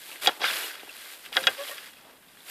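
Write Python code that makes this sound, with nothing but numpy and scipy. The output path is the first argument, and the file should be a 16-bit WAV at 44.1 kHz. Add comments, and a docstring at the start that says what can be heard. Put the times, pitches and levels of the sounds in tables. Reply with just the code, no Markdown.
"""Dry leaves rustle softly and grit scrapes as a long-handled rake is dragged twice through leaves and soil
outdoors. Scattered clicks make the leaves and the soil; grains ringing the rake, plus hiss, make the grit.
Small twigs and pebbles tick as short tones, and twice a dry leaf snaps high up. The rake head knocks on buried
wood and stones and rings briefly, as a set of dying tones, and squeaks now and then on gliding tones. A short
scatter follows these hits. Shaped noise makes the faint open air and a faint low noise."""
import sys
import numpy as np
from scipy import signal
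from scipy.fft import rfft, irfft
from scipy.io import wavfile
from scipy.ndimage import uniform_filter1d

SR = 44100
rng = np.random.default_rng(int(sys.argv[2]) if len(sys.argv) > 2 else 0)


def elevation(decibels):
    """Turn decibel levels (scalar or array-like) into linear amplitude ratios."""
    levels = np.asarray(decibels, float)
    return 10 ** (levels / 20)


def output_pcm(signal):
    """Save a mono or channel-first signal as 16-bit PCM at the path in sys.argv[1].

    Samples are clipped to [-1, 1] before scaling.
    """
    pcm = np.clip(np.atleast_2d(signal).T, -1, 1) * 32767
    wavfile.write(sys.argv[1], SR, np.round(pcm).astype(np.int16))


N = 110250  # samples, 2.5 s

# The tones at which the rake head likes to ring. Each row: pitch in Hz.
MODE_HZ = [530, 690, 780, 880, 1175, 1350, 1450, 1585, 1700, 1950, 2075, 2460, 2660, 2880, 3330, 3770, 4850,
           5900]
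# How those tones behave, in the same order; knocks and grit each adapt these values.
# Each row: basic strength in dB, basic time to fade by 60 dB in seconds.
MODE_RING = [(-1.5, 0.063), (3.5, 0.03), (6.5, 0.021), (-3.5, 0.019), (-10.5, 0.11), (-8, 0.062),
             (15, 0.023), (8, 0.053), (15.5, 0.019), (2, 0.038), (-0.5, 0.076), (5.5, 0.034), (-1.5, 0.055),
             (-0.5, 0.065), (3.5, 0.082), (7, 0.026), (11, 0.021), (13.5, 0.0059)]


def evened(x):
    """Scales a sound to an rms of 1."""
    return x / np.sqrt(np.mean(x ** 2) + 1e-20)


def add(mix, s, sound):
    """Mixes a sound in at time s, in seconds."""
    part = mix[round(s * SR):][:len(sound)]
    part += sound[:len(part)]


def colour(x, points):
    """Reshapes the balance of pitches in x to (Hz, dB) points, with -70 dB outside them, at rms 1."""
    hz, db = np.transpose(points)
    f = np.fft.rfftfreq(len(x), 1 / SR) + 1  # the 1 avoids log(0)
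    gain = elevation(np.interp(np.log(f), np.log(hz), db, -70, -70))
    return evened(irfft(rfft(x) * gain, len(x)))


def clicks(per_s, spread_db):
    """Sparse single-sample clicks of random sign; a few are large."""
    present = rng.random(N) < per_s / SR
    sign = rng.choice([-1., 1.], N)
    size = elevation(spread_db * np.minimum(rng.exponential(1, N), 4))
    return present * sign * size


def level(column):
    """Loudness along the drag for one of its three materials."""
    # How strongly the rake stirs each material, before the low cut.
    # Each row: time in seconds, grit on the tines in dB, leaf rustle in dB, soil in dB.
    drag = np.array([(0, -51, -48.5, -63), (.12, -51, -44, -52.5), (.19, -50, -49.5, -54.5),
                     (.21, -54, -49, -59), (0.225, -36, -36, -44), (0.256, -38, -32.5, -40),
                     (0.289, -36.5, -43, -31), (0.338, -47.5, -50.5, -52.5), (0.393, -54, -50, -51),
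                     (0.417, -34, -47, -35.5), (.455, -26, -37, -49), (.49, -31, -36.5, -47),
                     (.56, -33.5, -34.5, -43.5), (.66, -39.5, -37.5, -46), (0.719, -41.5, -44, -52.5),
                     (.77, -49.5, -51.5, -55.5), (.93, -50, -51, -57.5), (.97, -50.5, -47, -58),
                     (1.13, -48, -45, -56.5), (1.2, -57.5, -52, -58.5), (1.26, -47.5, -48.5, -58),
                     (1.315, -56, -56, -56), (1.325, -46, -47, -40), (1.338, -40, -46, -91),
                     (1.363, -39, -39.5, -35), (1.42, -41, -42.5, -47.5), (1.46, -43.5, -43, -46),
                     (1.5, -41, -42, -43.5), (1.568, -44, -47, -54), (1.69, -42.5, -40, -51),
                     (1.77, -47, -47, -56), (1.87, -46.5, -50.5, -59), (1.92, -55, -56.5, -63),
                     (2.1, -57, -64.5, -55), (2.2, -60.5, -66.5, -64.5), (2.443, -58.5, -55, -60.5),
                     (2.5, -44.5, -40.5, -53)])
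    return elevation(np.interp(np.arange(N) / SR, drag[:, 0], drag[:, column]))


def ring(hz, db, t60):
    """One tone that dies by 60 dB in t60 seconds, with a soft start."""
    TOUCH_S = .00015  # time constant of the soft start
    t = np.arange(6000) / SR
    fade = elevation(db - 60 * t / t60)
    return fade * np.sin(2 * np.pi * hz * t) * (1 - np.exp(-t / TOUCH_S))


def leaves():
    """Dense fine crackle of dry leaves: many tiny clicks, heard in the treble."""
    # Tone of the leaf crackle. Each row: frequency in Hz, strength in dB per Hz.
    leaf_tone = [(1500, -2.5), (4000, 0), (6000, -9.5), (7500, -5.5), (10000, -4), (13000, -3.5),
                 (14600, -7), (14900, -67)]
    return level(column=2) * colour(clicks(per_s=5000, spread_db=2.5), leaf_tone)


def grit():
    """Grains of soil each strike one dying rake tone, over a sandy hiss; both come in lumps."""
    LOW_HZ, LOW_DB = 1000, -9  # rake tones under LOW_HZ are weakened by LOW_DB
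    RING_SHARE = .33  # share of the basic fade time
    HISS_DB, LUMP_DB = -2, 1.8  # hiss against the ringing; rms swing of the lumps
    # Tone of the sandy hiss. Each row: frequency in Hz, strength in dB per Hz.
    sand_tone = [(120, -59), (200, -27), (258, -35.5), (630, -2.5), (774, -23), (1690, -0.5), (2600, -1),
                 (2810, 0), (5410, -7.5), (9000, -37), (11700, -48), (19800, -120)]
    hits = clicks(per_s=4500, spread_db=3.2)
    mode = rng.integers(0, len(MODE_RING), N)  # which tone each grain strikes
    rung = np.zeros(N)
    for k, (hz, (db, t60)) in enumerate(zip(MODE_HZ, MODE_RING)):
        tone = ring(hz, db / 2 + LOW_DB * (hz < LOW_HZ), t60 * RING_SHARE)
        rung += signal.oaconvolve(hits * (mode == k), tone)[:N]
    drift = uniform_filter1d(uniform_filter1d(rng.standard_normal(N), size=250), size=250)
    lumps = elevation(LUMP_DB * evened(drift))
    hiss = elevation(HISS_DB) * colour(rng.standard_normal(N), sand_tone)
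    return level(column=1) * evened(lumps) * evened(evened(rung) + hiss)


def soil():
    """Dull lumps of earth shifting: clicks with most of their strength low down."""
    # Tone of the soil. Each row: frequency in Hz, strength in dB per Hz.
    soil_tone = [(60, -47), (150, -13), (280, 7.5), (500, 0), (900, 1.5), (1400, -5.5)]
    return level(column=3) * colour(clicks(per_s=2000, spread_db=2.5), soil_tone)


def open_air():
    """Steady, faint outdoor background of shaped noise."""
    # Tone of the open air. Each row: frequency in Hz, strength in dB per Hz.
    air_tone = [(150, -24), (300, 1), (630, 1), (1700, -27), (3500, -41), (6200, -9.5), (9000, -3),
                (14600, -3), (14900, -73)]
    return elevation(-62) * colour(rng.standard_normal(N), air_tone)


def low_noise():
    """Faint low noise on a moving level."""
    # Loudness of the low noise. Each row: time in seconds, level in dB.
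    low_level = [(0.0, -71.5), (0.22, -69.5), (0.28, -49.5), (0.35, -75), (0.46, -53), (0.49, -80),
                 (0.51, -57), (0.66, -91), (0.81, -68), (1.07, -70.5), (1.09, -79), (1.49, -52.5),
                 (1.59, -78), (1.89, -67.5), (2.43, -67.5), (2.5, -73)]
    # Tone of the low noise. Each row: frequency in Hz, strength in dB per Hz.
    low_tone = [(20, -12), (60, -16.5), (130, -11), (210, -5.5), (300, -5)]
    s, db = np.transpose(low_level)
    return elevation(np.interp(np.arange(N) / SR, s, db)) * colour(rng.standard_normal(N), low_tone)


def ticks():
    """Twigs and pebbles tick, and twice a dry leaf snaps high in the treble: two short dying tones and a dry
    snap at the start."""
    # The ticks; rows close in time build one broader click.
    # Each row: start in seconds, level of the main tone in dB, its pitch in Hz, its 60 dB fade in seconds.
    tick_rows = [(.095, -39, 2470, .012), (.116, -27.5, 2600, 0.0042), (0.128, -36, 2760, 0.031),
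                 (.159, -28, 2060, 0.0059), (.7958, -32, 2430, 0.0085), (.8315, -36, 3270, 0.0022),
                 (.8315, -31, 770, 0.0069), (.832, -31.5, 368, 0.02), (.877, -39, 880, 0.017),
                 (.881, -37.5, 350, 0.026), (0.899, -42, 2500, 0.04), (0.916, -38, 3320, 0.016),
                 (0.967, -21.5, 9900, 0.0014), (1.251, -37, 2930, 0.0096), (1.262, -23.5, 2700, 0.0029),
                 (1.284, -41, 2120, 0.011), (1.41, -15, 10400, 0.0017), (1.506, -41, 1580, 0.0098),
                 (1.636, -32.5, 3270, 0.027), (1.65, -38, 1860, 0.022), (1.686, -32, 3100, 0.025),
                 (1.695, -30.5, 625, 0.024), (1.711, -37, 1854, 0.1), (1.968, -49, 2560, 0.13),
                 (2.053, -48, 653, 0.086), (2.097, -36.5, 1540, 0.0048), (2.285, -47, 3660, 0.014),
                 (2.372, -43, 1740, 0.014), (2.405, -38.5, 3500, 0.011)]
    hits = np.zeros(N)
    for s, db, hz, t60 in tick_rows:
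        overtone = ring(hz * 1.45, db - 12, t60 * .7)
        snap = ring(2500, db - 2, .0015)
        add(hits, s, ring(hz, db, t60) + overtone + snap)
    return hits


def knock(level_db, favour_hz, share, crack_db, noise):
    """A short chatter of contact excites the rake tones near the favoured pitch, with a dry crack."""
    FAVOUR_DB_PER_OCT = -19  # loss for each octave away from the favoured pitch
    CHATTER_S, CHATTER = .003, .045  # fade time constant; strength against the first touch
    CRACK_S = .002  # time at which the crack's swell peaks
    t = np.arange(len(noise)) / SR
    body = 0
    for k, (hz, (db, t60)) in enumerate(zip(MODE_HZ, MODE_RING)):
        octaves = abs(np.log2(hz / favour_hz))
        body = body + (-1) ** k * ring(hz, db + FAVOUR_DB_PER_OCT * octaves, t60 * share)
    contact = noise * np.exp(-t / CHATTER_S) * CHATTER
    contact[0] = 1  # the first touch
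    sound = signal.oaconvolve(body / abs(body).max(), contact / np.linalg.norm(contact))[:len(body)]
    crack_swell = np.e * t / CRACK_S * np.exp(-t / CRACK_S)
    sound[:len(t)] += elevation(crack_db) * uniform_filter1d(noise[::-1], size=4) * crack_swell
    return elevation(level_db) * sound


def knocks():
    """The rake head knocks on buried wood and stones; every row has its own contact noise."""
    # The knocks: blows, their bounces and extra rings; several rows may build one blow.
    # Each row: start in seconds, overall level in dB, favoured pitch in Hz,
    # share of the basic fade time (a plain factor), crack in dB against the overall level.
    knock_rows = [(.2255, -39, 1510, 0.46, -21), (.2605, -14, 2530, 0.49, -24),
                  (0.2719, -4, 3620, 0.56, -10.5), (.2755, -8, 800, 0.48, -29),
                  (0.2863, -16.5, 742, 0.46, -32), (.2855, -16.5, 3300, 0.36, -30),
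                  (0.2928, -15.5, 1780, 0.24, -39), (0.3213, -37, 820, 0.67, -28),
                  (0.4159, -28.5, 3150, 0.48, -31), (.416, -28, 690, 0.49, -42), (.438, -19, 834, 0.44, -7),
                  (0.4418, -10, 2130, 0.17, -46), (.4435, -16, 1400, 1.4, -37),
                  (0.452, -18, 3750, 0.52, -27), (0.499, -20, 1900, 0.6, -30),
                  (1.3277, -25, 3040, 0.37, -16), (1.336, -28.5, 1820, 0.31, -42.5),
                  (1.35, -26, 3500, 0.53, -35), (1.359, -25, 1500, 0.46, -33),
                  (1.3675, -6.5, 3320, 0.45, -22), (1.3685, -13, 1900, 0.69, -40),
                  (1.371, -14.5, 1480, 1.9, -43), (1.371, -24.5, 500, 3.8, -50),
                  (1.432, -27, 3700, 1.3, -30), (1.4385, -22, 3750, 0.94, -33),
                  (1.439, -28, 1600, 0.92, -26), (1.4695, -5.5, 3240, 0.71, -11),
                  (1.4705, -10, 1650, 1.6, -24), (1.475, -14.5, 2700, 1.2, -42),
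                  (1.471, -18.5, 598, 0.84, -38), (1.4845, -20.5, 673, 0.22, -39),
                  (1.492, -23, 760, 0.26, -40), (1.7807, -27.5, 2690, 0.51, -33)]
    hits = np.zeros(N)
    for (s, *row), noise in zip(knock_rows, rng.standard_normal((len(knock_rows), 1500))):
        add(hits, s, knock(*row, noise))
    return hits


def squeak(length, hz, glide, db, second_db, lean, noise):
    """Regular slips: a soft swell of three partials on a gliding or steady, slightly wavering pitch."""
    WAVER, THIRD_DB = .008, -15  # rms share of the pitch; third partial against the first
    ROUGH_DB, SWELL_POWER = 2.5, 1.8  # rms flutter of the level; sharpness of the swell
    t = np.arange(0, length, 1 / SR)
    waver = evened(uniform_filter1d(noise, 300))[:len(t)]
    pitch = hz * (1 + glide * (t / length - .5) + WAVER * waver)
    turn = 2 * np.pi * np.cumsum(pitch) / SR
    swell = np.sin(np.pi * (t / length) ** lean)
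    upper = elevation(second_db) * np.sin(2 * turn) + elevation(THIRD_DB) * np.sin(3 * turn)
    tone = np.sin(turn) + swell ** 2 * upper  # the upper partials swell more sharply
    rough = elevation(ROUGH_DB * evened(uniform_filter1d(noise[::-1], size=120))[:len(t)])
    return np.sqrt(2) * elevation(db) * swell ** SWELL_POWER * rough * tone


def squeaks():
    """The rake head squeaks now and then by sticking and slipping."""
    # The squeaks. Each row: start in seconds, length in seconds, middle pitch in Hz,
    # upward glide as a share of the pitch, level in dB before swell and flutter,
    # second partial in dB against the first, lean as a plain power (under 1 peaks early).
    squeak_rows = [(0.477, 0.036, 1770, -0.02, -36, 8, .45), (.624, .032, 2880, 0, -38, -30, .8),
                   (.889, .011, 2720, -.05, -38, -30, 1.2), (1.57, 0.082, 565, 0.06, -35.5, -7, .9),
                   (1.704, 0.04, 575, 0.09, -46, 1, .7)]
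    hits = np.zeros(N)
    for (s, *row), noise in zip(squeak_rows, rng.standard_normal((len(squeak_rows), 5000))):
        add(hits, s, squeak(*row, noise))
    return hits


def scatter(hits):
    """Short scatter from ground and trunks: the hits smeared by a dying burst of noise."""
    ECHO_DB, ECHO_T60_S, ECHO_HZ = -15.5, .033, 3500  # level; 60 dB fade; start of the treble loss
    t = np.arange(8000) / SR
    noise = colour(rng.standard_normal(len(t)), [(300, 0), (ECHO_HZ, 0), (9000, -20)])
    tail = noise * elevation(-60 * t / ECHO_T60_S) * (t > .003)  # silent for the first 3 ms
    return elevation(ECHO_DB) * signal.oaconvolve(hits, tail / np.linalg.norm(tail))[:N]


def scene():
    """The drag, the hits and their scatter, thinned in the bass, plus open air and low noise."""
    hits = ticks() + knocks() + squeaks()
    rake = leaves() + grit() + soil() + hits + scatter(hits)
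    # the microphone's low-cut thins the bass below 360 Hz
    low_cut = signal.butter(4, 360, "high", fs=SR, output="sos")
    thin = signal.sosfilt(low_cut, rake)
    return (thin + open_air() + low_noise())[None]


def top_cut(x):
    """Nothing passes above the cut-off."""
    return signal.sosfilt(signal.butter(12, 15770, fs=SR, output="sos"), x)


def record(dry):
    """Takes off the treble above 15 kHz and finishes the mix."""
    low_pass = signal.firwin(255, 15000, window=("kaiser", 7), fs=SR)
    edged = signal.oaconvolve(dry, low_pass[None], "same")
    return top_cut(edged)


dry = scene()
out = record(dry)
output_pcm(out)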